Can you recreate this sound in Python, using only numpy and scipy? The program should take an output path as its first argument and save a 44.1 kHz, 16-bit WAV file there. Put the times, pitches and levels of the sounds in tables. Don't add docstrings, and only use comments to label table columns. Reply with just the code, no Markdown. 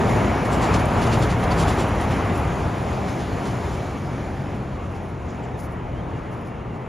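import sys
import numpy as np
from scipy import signal
from scipy.fft import rfft, irfft, next_fast_len
from scipy.io import wavfile
from scipy.ndimage import uniform_filter1d, map_coordinates

SR = 44100
rng = np.random.default_rng(int(sys.argv[2]) if len(sys.argv) > 2 else 0)


def digitize_waveform(pressure):
    field = np.atleast_2d(pressure).T
    bounded = np.clip(field, -1, 1)
    quanta = np.round(bounded * 32767).astype(np.int16)
    wavfile.write(sys.argv[1], SR, quanta)


N = 303408
TIME = np.arange(N) / SR
NEAR_DB = -28

# t/s, road noise level/dB, tyre hiss level/dB
ROAD_LEVELS = [(0, -27.5, -43.5), (.42, -28, -45), (.6, -27, -44), (1.15, -26.5, -43.5), (1.48, -28, -45.5),
               (1.68, -26.5, -43.5), (1.9, -29, -45.5), (2.28, -29, -47), (2.45, -30.5, -47),
               (3.03, -34, -47.5), (3.56, -34, -47.5), (3.75, -35.5, -48), (4.52, -38.5, -55.5),
               (5.25, -40, -59), (5.7, -40, -61.5), (6.3, -39.5, -60), (6.88, -41, -63)]
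# middle t/s, swish level/dB, duration/s, squeak level/dB
CROSSINGS = [(.1, -47, .033, -62), (.455, -44, .025, -62), (.534, -40.5, .04, -42), (.638, -36.5, .04, -41),
             (.748, -34.5, .033, -46), (.8, -40.5, .018, -60), (1.03, -36, .033, -60),
             (1.07, -41, .018, -60), (1.135, -33.5, .037, -46), (1.231, -36, .033, -58),
             (1.31, -37.5, .03, -60), (1.44, -41, .023, -62), (1.52, -37.5, .03, -56),
             (1.603, -33, .053, -38), (1.694, -35.5, .043, -44), (1.8, -36.5, .044, -42),
             (1.887, -49, .02, -62), (2.017, -43.5, .04, -62), (2.12, -41.5, .034, -58),
             (2.373, -47, .068, -64), (3.09, -44, .03, -64), (3.21, -44, .03, -64), (3.465, -45, .05, -60),
             (3.648, -54, .03, -66)]
# f/Hz, level/dB
SPRAY_SPECTRUM = [(3000, -120), (6000, -18), (8000, -6), (10500, 3), (11500, -7.5), (15000, -10),
                  (15700, -23)]


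def amp(db):
    return 10 ** (np.asarray(db) / 20)


def unit(x):
    return x / np.sqrt(np.mean(x ** 2) + 1e-20)


def along(points, hz):
    f, values = np.transpose(points)
    return np.interp(np.log(hz + 1), np.log(f + 1), values)


def curves(rows):
    times, *columns = np.transpose(rows)
    return [np.interp(TIME, times, column) for column in columns]


def wobble(rate):
    return map_coordinates(rng.standard_normal(int(N * rate / SR) + 4), [TIME * rate])


def filtered(x, response):
    size = next_fast_len(N + 8192)
    return irfft(rfft(x, size) * response(np.fft.rfftfreq(size, 1 / SR)), size)[..., :N]


def rush(spectrum, patchy_db):
    # f/Hz, correlation (0-1)
    coherence = [(60, 1), (140, .97), (260, 0.97), (460, 0.95), (820, 0.81), (1100, 0.84), (1470, 0.9),
                 (1900, 1), (2200, .999), (2800, 0.99), (3400, 1), (4000, 1), (13200, 1), (14000, .85)]
    cells = signal.stft(rng.standard_normal((2, N)), nperseg=512)[2]
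    patches = uniform_filter1d(uniform_filter1d(rng.standard_normal(cells.shape[1:]), 6, 0), 12, 1)
    pair = signal.istft(cells * amp(patchy_db * unit(patches)), nperseg=512)[1][:, :N]

    def mid_side_gains(hz):
        angle = np.arccos(np.clip(along(coherence, hz), -1, 1)) / 2
        return amp(along(spectrum, hz)) * [np.cos(angle), np.sin(angle)]

    mid, side = filtered(pair, mid_side_gains)
    return unit(np.array([mid + side, mid - side]))


def grainy(spectrum, grain_db, rate):
    return unit(amp(grain_db * wobble(rate)) * rush(spectrum, patchy_db=1.0))


def swells(rows):
    power = np.zeros(N)
    for s, db, length in rows:
        span = slice(max(round((s - 3 * length) * SR), 0), round((s + 4 * length) * SR))
        offset = 2 * (TIME[span] - s) / length
        power[span] += amp(2 * db) * np.exp(-np.where(offset < 0, 1.5, .75) * offset ** 2)
    return np.sqrt(power)


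def glides(rows, waver, flutter_db):
    out = np.zeros(N)
    drift = 1 + waver * wobble(60)
    flutter = amp(flutter_db * wobble(40))
    for start, end, first_hz, last_hz, db in rows:
        span = slice(max(round(start * SR), 0), round(end * SR))
        count = len(out[span])
        phase = 2 * np.pi * np.cumsum(np.linspace(first_hz, last_hz, count) * drift[span]) / SR
        out[span] += amp(db) * np.sqrt(2) * signal.windows.tukey(count, .5) * np.sin(phase)
    return out * flutter


def birds():
    # start t/s, end t/s, first f/Hz, last f/Hz, level/dB
    notes = [(5.28, 5.32, 3320, 3320, -60), (5.425, 5.455, 7500, 7490, -56), (5.53, 5.6, 3900, 3300, -63),
             (5.925, 5.98, 2940, 2930, -58), (5.95, 6.02, 3120, 3200, -55), (6.12, 6.19, 2890, 2780, -56),
             (6.3, 6.34, 2820, 2810, -59), (6.49, 6.57, 2780, 2740, -57), (6.59, 6.64, 2790, 2820, -55),
             (6.69, 6.77, 2790, 2770, -59)]
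    return glides(notes, waver=.002, flutter_db=1.2)


def litter():
    # middle t/s, dull level/dB, crisp level/dB
    rustles = [(4.05, -60, -69), (4.55, -66, -68), (4.92, -65, -66), (4.96, -57, -65), (5.038, -68, -67),
               (5.09, -66, -67), (5.3, -53, -76), (5.35, -59, -70), (5.45, -60, -77), (5.6, -52, -52),
               (5.64, -55, -53), (5.72, -63, -64), (6.18, -63, -74), (6.33, -62, -62), (6.374, -68, -69),
               (6.41, -70, -68), (6.469, -64, -64), (6.76, -66, -75)]
    # f/Hz, level/dB
    dull_spectrum = [(700, -120), (2000, -30), (4000, -1), (6000, 3), (8000, 0.5), (10000, -20),
                     (16000, -50.5)]
    crisp_spectrum = [(3000, -120), (7000, -18), (9000, 0), (10500, 4), (11500, -8), (15000, -5),
                      (15700, -19)]
    length_s = .033
    dull = swells((s, db, length_s) for s, db, _ in rustles)
    crisp = swells((s, db, length_s) for s, _, db in rustles)
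    return (dull * grainy(dull_spectrum, grain_db=2, rate=510)
            + crisp * grainy(crisp_spectrum, grain_db=3, rate=660))


def whines():
    # start t/s, end t/s, first f/Hz, last f/Hz, level/dB
    whistles = [(0, .6, 2230, 2215, -48), (.78, .83, 10150, 10100, -56), (1.03, 1.1, 10800, 10800, -58),
                (1.57, 1.67, 10750, 10720, -55), (1.67, 1.72, 10550, 10450, -56),
                (1.72, 1.76, 10000, 9900, -58), (3.07, 3.12, 5100, 5150, -52),
                (3.45, 3.49, 5200, 5100, -56), (3.65, 4.3, 2280, 2270, -54)]
    return glides(whistles, waver=.002, flutter_db=2.2)


def stones():
    # t/s, relative level/dB
    impacts = [(0.8574, -26), (0.9078, -40), (2.0133, -30), (2.0284, -43)]
    ring_hz, t60, attack_s = 8500, .002, .0002
    out, t = np.zeros(N), np.arange(SR // 100) / SR
    tick = np.sin(2 * np.pi * ring_hz * t) * amp(-60 * t / t60) * (1 - np.exp(-t / attack_s))
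    for s, db in impacts:
        out[round(s * SR):][:len(t)] += amp(db + 15) * tick
    return out


def diesel():
    # t/s, firing overtone f/Hz, level/dB
    course = [(0, 120, -29.5), (.6, 119.3, -32), (1.2, 115.6, -24.5), (2, 116.8, -30), (2.5, 114, -31),
              (2.9, 127.9, -33), (4.9, 138.2, -34), (5.3, 122, -39.5), (5.9, 120.1, -33.5),
              (6.88, 118.2, -45)]
    # multiple of that overtone, relative level/dB
    orders = [(1 / 3, -10), (1 / 2, -3), (2 / 3, -2.6), (1, 0), (4 / 3, -7), (3 / 2, -6), (2, -8)]
    hz, db = curves(course)
    cycles = np.cumsum(hz * (1 + .04035 * wobble(25))) / SR
    drone = sum(amp(level + 3 * wobble(12)) * np.sin(2 * np.pi * (multiple * cycles + rng.random()))
                for multiple, level in orders)
    return amp(db) * drone


def clanks():
    # f/Hz, level/dB, t60/s
    modes = [(2890, 0.5, .09), (4380, -3, 0.072), (4570, -1, .08), (5180, -2, .08), (5700, -11, 0.062),
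             (6050, -3, .08), (6400, -5, .06), (7150, -4, .06), (7550, -1, .1), (8150, -3, .06),
             (9000, -7, .05)]
    hz, level_db, t60 = np.transpose(modes)[:, :, None]
    over_swish_db, attack_s = -5.8, .0012
    out, t = np.zeros(N), np.arange(SR // 8) / SR
    attack = 1 - np.exp(-t / attack_s)
    for s, swish_db, length, _ in CROSSINGS:
        spread, detune = rng.standard_normal((2, len(modes), 1))
        decay = amp(level_db + 3.6 * spread - 60 * t / t60)
        ring = (decay * np.sin(2 * np.pi * hz * (1 + .0077 * detune) * t)).sum(0)
        start = round((s - .28 * length) * SR)
        out[start:][:len(t)] += amp(swish_db + over_swish_db) * ring * attack
    return out * amp(2.5 * wobble(250))


def axles():
    # f/Hz, bandwidth/Hz, level/dB
    resonances = [(7590, 270, 11), (6050, 200, -25)]
    # f/Hz, level/dB
    grit_spectrum = [(300, -120), (800, -27), (2000, -1), (3500, 2), (5000, -3), (7500, -5.5), (9000, -6),
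                     (12000, -37), (16000, -67)]
    thump_spectrum = [(25, -120), (60, -25), (110, 0), (300, -3), (650, -8), (1500, -120)]
    s, swish_db, length, squeak_db = np.transpose(CROSSINGS)
    bands = lambda f: sum(amp(db) / (1 + (2 * (f - hz) / width) ** 2) for hz, width, db in resonances)
    squeak = swells(zip(s, squeak_db, .96 * length)) * unit(filtered(rng.standard_normal(N), bands))
    crossing = swells(zip(s, swish_db, length))
    swish = crossing * grainy(grit_spectrum, grain_db=1.1, rate=500)
    thump = amp(9) * crossing * rush(thump_spectrum, patchy_db=1.1)
    away_db = np.interp(s, TIME, curves(ROAD_LEVELS)[0]) - NEAR_DB
    spray_db = -57 + 1.6 * away_db + 140 * length
    spray = swells(zip(s, spray_db, length)) * grainy(SPRAY_SPECTRUM, grain_db=3.5, rate=500)
    return swish + thump + spray + squeak


def rolling_noise():
    # f/Hz, level/dB
    rumble_spectrum = [(12, -63), (25, -22), (40, -9), (62, 0), (110, 3.5), (170, -1.5), (260, -11),
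                       (500, -44.5), (2000, -120)]
    roar_spectrum = [(40, -120), (100, -33), (200, -1), (300, -1.5), (400, -1.5), (500, -5), (700, -14.5),
                     (1300, -44), (5000, -120)]
    groove_spectrum = [(150, -120), (400, -25), (550, -4.5), (700, -1), (850, -3), (1000, -8.5),
                       (1400, -29), (5000, -120)]
    tread_spectrum = [(200, -120), (650, -22), (950, 0), (1200, 0), (1500, -5), (2300, -8.5), (3000, -16),
                      (4000, -27), (7000, -62), (16000, -120)]
    hiss_spectrum = [(500, -120), (1500, -37), (3000, 1), (4000, -2), (5500, -3), (7500, -3), (8300, -6.5),
                     (9500, -8.5), (10700, -12), (11500, -16.5), (13000, -21.5), (15000, -20), (15700, -39)]
    road_db, hiss_db = curves(ROAD_LEVELS)
    away_db = road_db - NEAR_DB
    surface = wobble(8)
    tractor_db = 4 * np.exp(-(TIME / .35) ** 2)
    rumble_db = -24.5 + .75 * away_db + tractor_db / 3 + .8 * wobble(6)
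    rumble = amp(rumble_db) * rush(rumble_spectrum, patchy_db=.5)
    roar = amp(-27 + .74 * away_db + tractor_db + .6 * surface) * rush(roar_spectrum, patchy_db=.3)
    grooves = amp(-27.8 + 1.01 * away_db + .45 * surface) * rush(groove_spectrum, patchy_db=.9)
    tread = amp(-29.9 + 1.06 * away_db + .53 * surface) * rush(tread_spectrum, patchy_db=.86)
    hiss = amp(hiss_db + .6 * surface + .56 * wobble(25.06)) * rush(hiss_spectrum, patchy_db=1.4)
    wake_dust = amp(-60.5 + 2.2 * away_db) * grainy(SPRAY_SPECTRUM, grain_db=3.5, rate=90)
    return rumble + roar + grooves + tread + hiss + wake_dust


def scene():
    return whines() + birds() + rolling_noise() + diesel() + axles() + clanks() + stones() + litter()


def record(dry):
    # f/Hz, left minus right level/dB
    imbalance = [(60, 1), (160, 1.5), (450, .5), (740, 0), (1220, 2), (1900, 0)]
    # f/Hz, phase/rad
    phase_lead = [(100, 0), (800, -0.48), (1400, -0.42), (2000, 0), (6750, 0), (6950, 0.94), (7400, 1.05),
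                  (7750, np.pi), (8650, np.pi), (9200, 1.4), (10350, 0.65), (10500, -0.36), (11000, 0),
                  (13400, 0), (14000, -1.4), (15200, -1.8)]
    # t/s, side level/dB
    width = [(0, 1), (1, 0), (1.9, -5), (2.8, 2.5), (4, -1), (4.8, 2), (6, 4.5), (6.88, 4)]
    bass_hz, treble_hz, top_hz = 150, 1900, 15750
    half = np.array([[.5], [-.5]])
    ports = lambda hz: amp(half * along(imbalance, hz)) * np.exp(1j * half * along(phase_lead, hz))
    left, right = filtered(dry, ports)
    low_side = filtered(left - right, lambda hz: hz / (hz + bass_hz) / (1 + (hz / treble_hz) ** 8))
    turned = np.array([left, right]) + half * (amp(curves(width)[0]) - 1) * low_side
    return filtered(turned, lambda hz: hz < top_hz)


dry = scene()
out = record(dry)
digitize_waveform(out)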